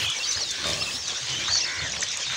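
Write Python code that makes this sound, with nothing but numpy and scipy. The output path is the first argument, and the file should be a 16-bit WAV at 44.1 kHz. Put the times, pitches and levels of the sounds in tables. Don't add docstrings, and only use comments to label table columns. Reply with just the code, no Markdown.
import sys
import numpy as np
from scipy import signal
from scipy.fft import rfft, irfft
from scipy.io import wavfile
from scipy.ndimage import uniform_filter1d

SR = 44100
rng = np.random.default_rng(int(sys.argv[2]) if len(sys.argv) > 2 else 0)


def pcm_store(signal):
    levels = np.round(np.clip(np.atleast_2d(signal), -1, 1) * 32767)
    wavfile.write(sys.argv[1], SR, levels.astype(np.int16).T)


N = 104384
T = np.arange(N) / SR


def amp(db):
    return 10 ** (np.asarray(db) / 20)


def unit(x):
    return x / np.sqrt(np.mean(x ** 2) + 1e-20)


def envelope(points):
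    return amp(np.interp(T, *np.transpose(points)))


def gain_at(spectrum, hz):
    f, db = np.transpose(spectrum)
    return amp(np.interp(np.log(hz + 1), np.log(f), db))


def colour(x, spectrum):
    return unit(irfft(rfft(x) * gain_at(spectrum, np.fft.rfftfreq(len(x), 1 / SR)), len(x)))


def band(n, hz, octaves):
    away = np.log2((np.fft.rfftfreq(n, 1 / SR) + 1) / hz) / octaves
    return unit(irfft(rfft(rng.standard_normal(n)) / (1 + away ** 2) ** 2, n))


def drift(n, hz):
    lowpass = 1 / (1 + (np.fft.rfftfreq(N, 1 / SR) / hz) ** 4)
    return unit(irfft(rfft(rng.standard_normal(N)) * lowpass, N))[:n]


def phase_of(hz):
    return 2 * np.pi * np.cumsum(hz) / SR


def arch(n):
    return np.sin(np.pi * np.arange(n) / n)


def add(mix, start_s, sound):
    at = round(start_s * SR)
    part = mix[max(at, 0):][:len(sound) + min(at, 0)]
    part += sound[max(-at, 0):][:len(part)]


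def contour(points, fade_s=0.0029):
    times, hz, db = np.transpose(points)
    times = np.sort(times)
    start = times[0]
    t = np.arange(0, times[-1] - start + fade_s, 1 / SR)
    fades = np.clip(np.minimum(t, t[-1] - t) / fade_s, 0, 1)
    pitch = uniform_filter1d(np.interp(t + start, times, hz), size=220)
    return start, t, pitch, fades * amp(np.interp(t + start, times, db))


def litter(crackles_per_s=350, crackle_db=-46.5, spread_db=8, rise_s=0.00019):
    # frequency in Hz, relative level in dB.
    crackle_spectrum = [(300, -1), (1200, -16), (3000, 8.5), (6300, -4.5), (8500, -0.5), (13000, -51.5),
                        (16000, -78)]
    # start in seconds, centre in Hz, width in octaves, decay in seconds, level in dB.
    snaps = [(.1, 6500, 0.47, 0.0053, -26.5), (.372, 1656, 0.054, 0.0081, -31),
             (0.5076, 6500, 0.38, 0.0068, -26.5), (0.512, 6160, 0.43, 0.0044, -24.5),
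             (0.642, 1450, 0.15, .007, -30.5), (0.657, 1160, 0.13, .006, -37),
             (0.7322, 5330, 0.12, .005, -22.5), (.819, 1240, 0.083, .008, -33),
             (.985, 1710, 0.54, 0.0026, -39), (1.48, 6240, 0.11, 0.015, -28),
             (1.482, 1360, 0.57, 0.0073, -26.5), (1.552, 1680, 1, 0.013, -30),
             (1.805, 1620, 0.58, .003, -28.5), (1.9207, 5840, 0.2, .0015, -21.5),
             (1.938, 2090, 0.18, 0.0029, -28), (1.964, 2030, 0.94, 0.0047, -27),
             (2.0076, 7300, 0.14, 0.0016, -21.5), (2.018, 6130, 0.29, 0.0073, -23.5),
             (2.025, 2060, 0.48, 0.0045, -21.5), (2.029, 6080, 0.062, 0.0055, -21),
             (2.0347, 5250, 0.48, 0.0017, -19.5), (2.086, 6200, 0.25, 0.0022, -27),
             (2.1056, 5700, 0.34, 0.0025, -26), (2.115, 5500, 0.39, 0.021, -27.5),
             (2.1716, 6930, 0.37, 0.0016, -22.5), (2.236, 2410, 0.13, .004, -29.5),
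             (2.267, 1290, 1, 0.0079, -37)]
    # start and length in seconds, centre in Hz, width in octaves,
    # level in dB.
    rustles = [(-.03, 0.11, 2300, 1.52, -32), (0.303, 0.044, 5160, 0.54, -28.5),
               (0.636, 0.12, 5800, 0.62, -34.5), (0.933, 0.053, 4000, 0.45, -34),
               (1.055, 0.064, 5970, 0.33, -31.5), (1.146, 0.057, 5770, 0.19, -32.5),
               (1.268, 0.25, 2070, 1.14, -39), (1.256, .19, 6100, 0.14, -38.5),
               (1.485, 0.15, 5930, 0.16, -31), (1.811, 0.093, 6100, 0.12, -36.5),
               (2.193, 0.062, 5500, 0.26, -34), (2.273, 0.16, 1760, 1.08, -31.5)]
    sizes = amp(spread_db * np.minimum(rng.exponential(1, N), 3)) * rng.choice([-1, 1], N)
    impulses = sizes * (rng.random(N) < crackles_per_s / SR)
    out = amp(crackle_db) * colour(impulses, crackle_spectrum)
    t = T[:2048]
    for start, hz, octaves, decay, db in snaps:
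        shape = (1 - np.exp(-t / rise_s)) * np.exp(-t / decay)
        crest_factor = shape.max() / np.sqrt(np.mean(shape ** 2))
        add(out, start, amp(db) * unit(shape * band(len(t), hz, octaves)) / crest_factor)
    for start, length, hz, octaves, db in rustles:
        n = int(length * SR)
        clumps = band(N, hz, octaves)[:n] * amp(3.8 * drift(n, 250))
        add(out, start, amp(db) * arch(n) * unit(clumps))
    return out


def distant_flock(level_db=-33, patch_db=3.5):
    # frequency in Hz, relative spectral density in dB.
    spectrum = [(120, -53), (200, -8), (345, -23.5), (506, -5), (641, -10.5), (1130, -8), (1330, -11.5),
                (1590, -7), (2900, -4.5), (3550, -1), (4920, -5), (5490, -3.5), (6710, -3), (12500, -59),
                (15500, -60)]
    # time in seconds, relative level in dB.
    swell = [(0, 0), (.2, -0.5), (.33, 1), (.48, -1.5), (.7, -1.5), (.9, 0), (1.02, -2.5), (1.12, 1.5),
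             (1.21, 0.5), (1.35, 1.5), (1.55, 1.5), (1.75, -2.5), (1.97, .5), (2.16, 0.5), (2.36, 1)]
    frames = dict(nperseg=512, noverlap=384)
    hz, _, cells = signal.stft(rng.standard_normal(N), SR, **frames)
    patches = uniform_filter1d(rng.standard_normal(cells.shape), size=5, axis=0)
    patches = unit(uniform_filter1d(patches, size=12, axis=1))
    cells = cells * gain_at(spectrum, hz)[:, None] * amp(patch_db * patches)
    wash = signal.istft(cells, **frames)[1][:N]
    return amp(level_db) * envelope(swell) * unit(wash)


def hiss():
    # time in seconds, level in dB.
    levels = [(0, -42), (.12, -52), (.2, -42.5), (.34, -46), (.4, -46.5), (.62, -46.5), (.69, -42),
              (.96, -39), (1.02, -50), (1.5, -50), (1.7, -51.5), (2.36, -61)]
    # frequency in Hz, relative level in dB.
    spectrum = [(5000, 2), (8000, 5), (10500, -3.5), (13000, -23), (14200, -14), (15300, -3.5)]
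    return envelope(levels) * colour(rng.standard_normal(N), spectrum)


def rumble(level_db=-4.5):
    # time in seconds, relative level in dB.
    lumps = [(0.0, -41), (0.1, -44), (0.14, -66), (0.33, -50), (0.37, -42.5), (0.42, -54), (0.51, -41.5),
             (0.54, -52), (0.68, -39.5), (0.93, -45), (1.13, -47.5), (1.19, -61), (1.22, -51.5),
             (1.51, -40), (1.57, -48.5), (1.75, -48.5), (1.83, -38), (2.23, -56), (2.29, -46), (2.36, -49)]
    # frequency in Hz, relative level in dB.
    spectrum = [(20, -44), (42, -29), (70, 0.5), (100, 1), (135, -5.5), (200, -9), (400, -35), (1000, -67)]
    return amp(level_db) * envelope(lumps) * colour(rng.standard_normal(N), spectrum)


def murmur():
    # time in seconds, level in dB.
    levels = [(0, -43.5), (.13, -71.5), (.3, -58), (.53, -54.5), (.62, -44.5), (.95, -57.5), (1.02, -64),
              (1.12, -49), (1.23, -77), (1.33, -44.5), (1.55, -57.5), (1.75, -50.5), (2, -66), (2.1, -71),
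              (2.36, -65)]
    return envelope(levels) * band(N, hz=336, octaves=0.47)


def bumps(wobble=0.11):
    # start and length in seconds, pitch in Hz, level in dB.
    bursts = [(0, .11, 108, -40.5), (0.346, 0.059, 95, -45), (0.933, 0.043, 265, -43.5),
              (1.053, 0.13, 87, -55), (1.21, 0.057, 136.5, -45.5), (1.287, 0.079, 126.6, -40.5),
              (1.472, 0.07, 84, -43.5), (1.809, 0.056, 126, -37), (1.825, .05, 257, -47.5),
              (1.932, 0.067, 121, -48), (2.26, 0.082, 145.3, -46.5)]
    out = np.zeros(N)
    for start, length, hz, db in bursts:
        n = int(length * SR)
        tone = np.sin(phase_of(hz * (1 + wobble * drift(n, 37))))
        add(out, start, amp(db) * arch(n) * unit(tone))
    return out


def syrinx(hz, gain, jitter=0.013, flutter_db=2.5):
    phase = phase_of(hz * (1 + jitter * drift(len(hz), 300)))
    return np.sqrt(2) * gain * amp(flutter_db * drift(len(hz), 123)) * np.sin(phase)


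def whistles():
    # one whistle, as points of time in seconds, pitch in Hz, level in dB.
    calls = [
        [(0, 5650, -34), (.02, 4950, -48), (.035, 4050, -24), (.048, 3700, -52)],
        [(.02, 2750, -36), (.055, 2570, -33), (.085, 2440, -36)],
        [(.11, 2360, -43), (.165, 2270, -36.5), (.185, 2250, -43)],
        [(.15, 6050, -55), (.165, 6020, -33), (.18, 5820, -33), (.188, 5400, -36), (.196, 4000, -31)],
        [(.198, 2720, -35), (.232, 2780, -34)],
        [(.228, 4450, -31), (.24, 4500, -30), (.258, 4640, -32), (.27, 4500, -33)],
        [(.23, 3300, -38), (.282, 3100, -40)],
        [(.268, 4720, -33), (.277, 5850, -34), (.293, 6120, -28), (.312, 6100, -25), (.319, 5400, -37),
         (.325, 3700, -22)],
        [(.343, 3750, -33), (.357, 4600, -30), (.37, 5150, -34), (.382, 5100, -33), (.402, 4550, -33),
         (.445, 4000, -35.5), (.48, 3650, -38.5), (.515, 3550, -32), (.54, 3350, -40)],
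        [(.401, 4200, -27), (.407, 5550, -28), (.414, 5880, -29), (.424, 5760, -28.5), (.434, 5100, -31.5),
         (.443, 3850, -30)],
        [(.783, 4150, -34), (.8, 4750, -35), (.812, 5230, -26.5), (.828, 5330, -27), (.84, 5300, -53)],
        [(.81, 3250, -28), (.822, 2980, -42), (.836, 4050, -33), (.85, 3900, -37), (.87, 3150, -37)],
        [(.768, 2680, -32), (.79, 2700, -47), (.825, 2750, -30)],
        [(.858, 2680, -39), (.885, 2620, -35), (.91, 2540, -42)],
        [(.908, 4550, -35), (.93, 5050, -37), (.957, 5380, -34), (.985, 5650, -40), (1.015, 5350, -37.5),
         (1.06, 4350, -40), (1.088, 3720, -30.5), (1.101, 3420, -31), (1.13, 3080, -44)],
        [(1.305, 3100, -28), (1.325, 2980, -40.5), (1.34, 3020, -30), (1.35, 2820, -32)],
        [(1.353, 3120, -45), (1.37, 3100, -30), (1.392, 3000, -36)],
        [(1.38, 2330, -47), (1.425, 2400, -33), (1.44, 1900, -54)],
        [(1.608, 3500, -24), (1.615, 2830, -39), (1.635, 2660, -36), (1.665, 2620, -42)],
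        [(1.68, 4000, -35), (1.686, 3620, -32.5), (1.71, 3530, -45), (1.722, 3750, -44)],
        [(1.81, 3550, -31.5), (1.824, 3620, -37), (1.838, 3480, -41)],
        [(1.845, 1944, -42), (1.867, 1776, -38.5), (1.897, 1600, -45)],
        [(2.185, 3200, -54), (2.215, 3220, -41), (2.229, 3230, -29.5), (2.24, 3100, -41)],
    ]
    out = np.zeros(N)
    for points in calls:
        start, _, hz, gain = contour(points)
        add(out, start, syrinx(hz, gain))
    return out


def trill(rate_hz=47.5, pitch_depth=0.081, gain_depth=0.31):
    # time in seconds, centre pitch in Hz, level in dB.
    points = [(0, 2980, -31), (.04, 3110, -36), (.085, 3233, -27.5), (.128, 3216, -30), (.152, 3090, -44)]
    out = np.zeros(N)
    start, t, hz, gain = contour(points)
    swing = np.cos(2 * np.pi * rate_hz * t)
    add(out, start, syrinx(hz * (1 + pitch_depth * swing), gain * (1 + gain_depth * swing)))
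    return out


def flicks(bend=1.58):
    # start and length in seconds, first and last pitch in Hz, level in dB.
    sweeps = [(0.237, 0.042, 4300, 3800, -37), (0.436, .016, 5130, 3850, -44),
              (0.555, 0.0163, 5030, 5800, -35), (.812, 0.029, 4800, 4200, -33),
              (0.905, .014, 3970, 2720, -32), (0.965, 0.02, 4230, 2880, -43),
              (1.111, 0.014, 5270, 4160, -33.5), (1.529, 0.0126, 6000, 7150, -27),
              (1.543, 0.02, 5200, 7120, -27.5), (1.574, 0.017, 4680, 6410, -23),
              (1.597, 0.037, 4300, 6100, -25.5), (1.636, .023, 4020, 5750, -27),
              (1.659, 0.016, 4050, 4680, -31), (1.713, 0.014, 6860, 6270, -32),
              (1.786, 0.017, 4100, 4400, -33), (2.058, 0.013, 3500, 2900, -41)]
    out = np.zeros(N)
    for start, length, first_hz, last_hz, db in sweeps:
        progress = np.linspace(0, 1, int(length * SR))
        hz = last_hz - (last_hz - first_hz) * (1 - progress) ** bend
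        add(out, start, syrinx(hz, amp(db) * np.sin(np.pi * progress)))
    return out


def squawks(pitch_depth=0.084, jitter=0.021):
    # flutter rate in Hz, throat spectrum as points of frequency in Hz and relative dB,
    # contour as points of time in seconds, fundamental in Hz and level in dB.
    calls = [ (94, [(500, -30), (1100, -30), (1600, 0.5), (2200, -5), (6000, -18)], [(.515, 535, -43.5),
             (.6, 546, -38), (.64, 504, -40)]), (82, [(560, -4), (1130, -0.5), (1700, -2), (2300, -0.5),
             (2900, 0), (4200, 2), (7000, -10)], [(.64, 592, -31), (.665, 577, -32), (.75, 556.3, -35),
             (.8, 584, -43)]), (80.9, [(500, -25), (1050, -6.5), (1570, -0.5), (2080, 5.5), (2700, -28),
             (3600, -8), (6000, -27), (8000, -30)], [(1.645, 490, -37.5), (1.69, 518.8, -33.5),
             (1.74, 532, -33.5), (1.81, 513, -35.5), (1.85, 491, -34.5), (1.895, 424, -43)])]
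    out = np.zeros(N)
    for rate, throat, points in calls:
        start, t, hz, gain = contour(points)
        flutter = pitch_depth * np.sin(2 * np.pi * rate * t)
        phase = phase_of(hz * (1 + flutter + jitter * drift(len(t), 230)))
        harmonics = sum(gain_at(throat, k * hz) * np.sin(k * phase) for k in range(1, 14))
        add(out, start, gain * unit(harmonics))
    return out


def rasps(gain_depth=0.34):
    # flutter rate, pitch swing and noise width in Hz, noise share of the power from 0 to 1,
    # contour as points of time in seconds, centre pitch in Hz and level in dB.
    calls = [ (95.2, 530, 860, 0.39, [(.545, 3826, -37), (.6, 3900, -39), (.645, 4020, -31)]),
             (113.2, 98, 160, 0.18, [(.645, 3620, -29.5), (.685, 3690, -32.5), (.712, 3630, -32.5),
             (.732, 2990, -32.5), (.775, 3750, -49)]), (83.8, 176, 2100, 0.86, [(1.27, 3700, -32.5),
             (1.31, 3735, -32), (1.38, 3960, -55)]), (103.5, 110, 420, 0.59, [(1.39, 3000, -40),
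             (1.44, 3350, -33.5), (1.472, 3650, -27.5), (1.49, 3840, -32.5)]),
             (136.7, 110, 230, 0.33, [(1.488, 4100, -31), (1.51, 4520, -26.5), (1.545, 4565, -23.5),
             (1.57, 4440, -26), (1.6, 3790, -36)]), (90, 88, 310, 0.61, [(2.04, 3200, -56),
             (2.085, 3506, -37.5), (2.135, 3850, -41.5)]), (76, 98, 120, 0.16, [(2.255, 3750, -41.5),
             (2.29, 3700, -33.5), (2.32, 3640, -32), (2.36, 3450, -48)])]
    out = np.zeros(N)
    for rate, swing_hz, width, share, points in calls:
        start, t, hz, gain = contour(points)
        n = len(t)
        flutter_phase = phase_of(rate * (1 + 0.056 * drift(n, 43)))
        noise = drift(n, width) + 1j * drift(n, width)
        amplitude = np.sqrt(2 * (1 - share)) + np.sqrt(share) * noise
        carrier = np.exp(1j * phase_of(hz - swing_hz * np.sin(flutter_phase)))
        throb = 1 + gain_depth * np.cos(flutter_phase)
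        add(out, start, gain * unit((amplitude * carrier).real * throb))
    return out


def pig_grunts(jitter=0.13, roughness=0.29, peak_share=0.44, snout_hz=3000):
    # start and length in seconds, pulse rate in Hz, level in dB, mouth tilt in dB per octave.
    grunts = [(0.602, 0.2, 78.2, -34.5, 1), (.72, 0.17, 71.44, -39.5, 0), (1.28, 0.23, 65.8, -49.5, -6),
              (1.81, 0.29, 59.63, -44, -0.5)]
    # centre and width in Hz, relative level in dB.
    formants = [(153, 92, 3), (366, 68, -3), (618, 89, -0.5), (1161, 33, -5), (2330, 230, -7)]
    lowest_hz = formants[0][0]
    out = np.zeros(N)
    for start, length, hz, db, tilt in grunts:
        n = int(length * SR)
        cycle = phase_of(hz * (1 + jitter * drift(n, 55.2))) / (2 * np.pi) % 1
        pulses = unit(1. * (np.diff(cycle, prepend=0) < 0))
        puffs = unit(np.exp(-cycle / 0.083) * rng.standard_normal(n))
        drive = (1 - roughness) * pulses + roughness * puffs
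        f = np.fft.rfftfreq(n, 1 / SR)
        throat = sum(amp(level + tilt * np.log2(centre / lowest_hz)) / (1 + 1j * (f - centre) / width) ** 2
                     for centre, width, level in formants)
        passband = f ** 2 / (f ** 2 + 70 ** 2) / (1 + (f / snout_hz) ** 4)
        swell = np.interp(np.arange(n) / n, [0, peak_share, 1], [0, 1, 0])
        add(out, start, amp(db) * swell * unit(irfft(rfft(drive) * throat * passband, n)))
    return out


def heap_echoes(x, level_db=-9.5, t60_s=0.26, echoes_per_s=2000):
    t = T[:16384]
    taps = rng.standard_normal(len(t)) * (rng.random(len(t)) < echoes_per_s / SR)
    taps *= (t > .004) * amp(-60 * t / t60_s)
    return amp(level_db) * signal.fftconvolve(x, taps / np.linalg.norm(taps))[:N]


def scene():
    background = distant_flock() + hiss() + rumble() + murmur()
    near = litter() + whistles() + flicks() + trill() + rasps() + squawks() + pig_grunts()
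    return (near + heap_echoes(near) + background + bumps())[None]


def record(dry, cutoff_hz=15750):
    lowpass = signal.firwin(511, cutoff_hz, window=("kaiser", 9), fs=SR)
    return signal.oaconvolve(dry, lowpass[None], "same")


dry = scene()
out = record(dry)
pcm_store(out)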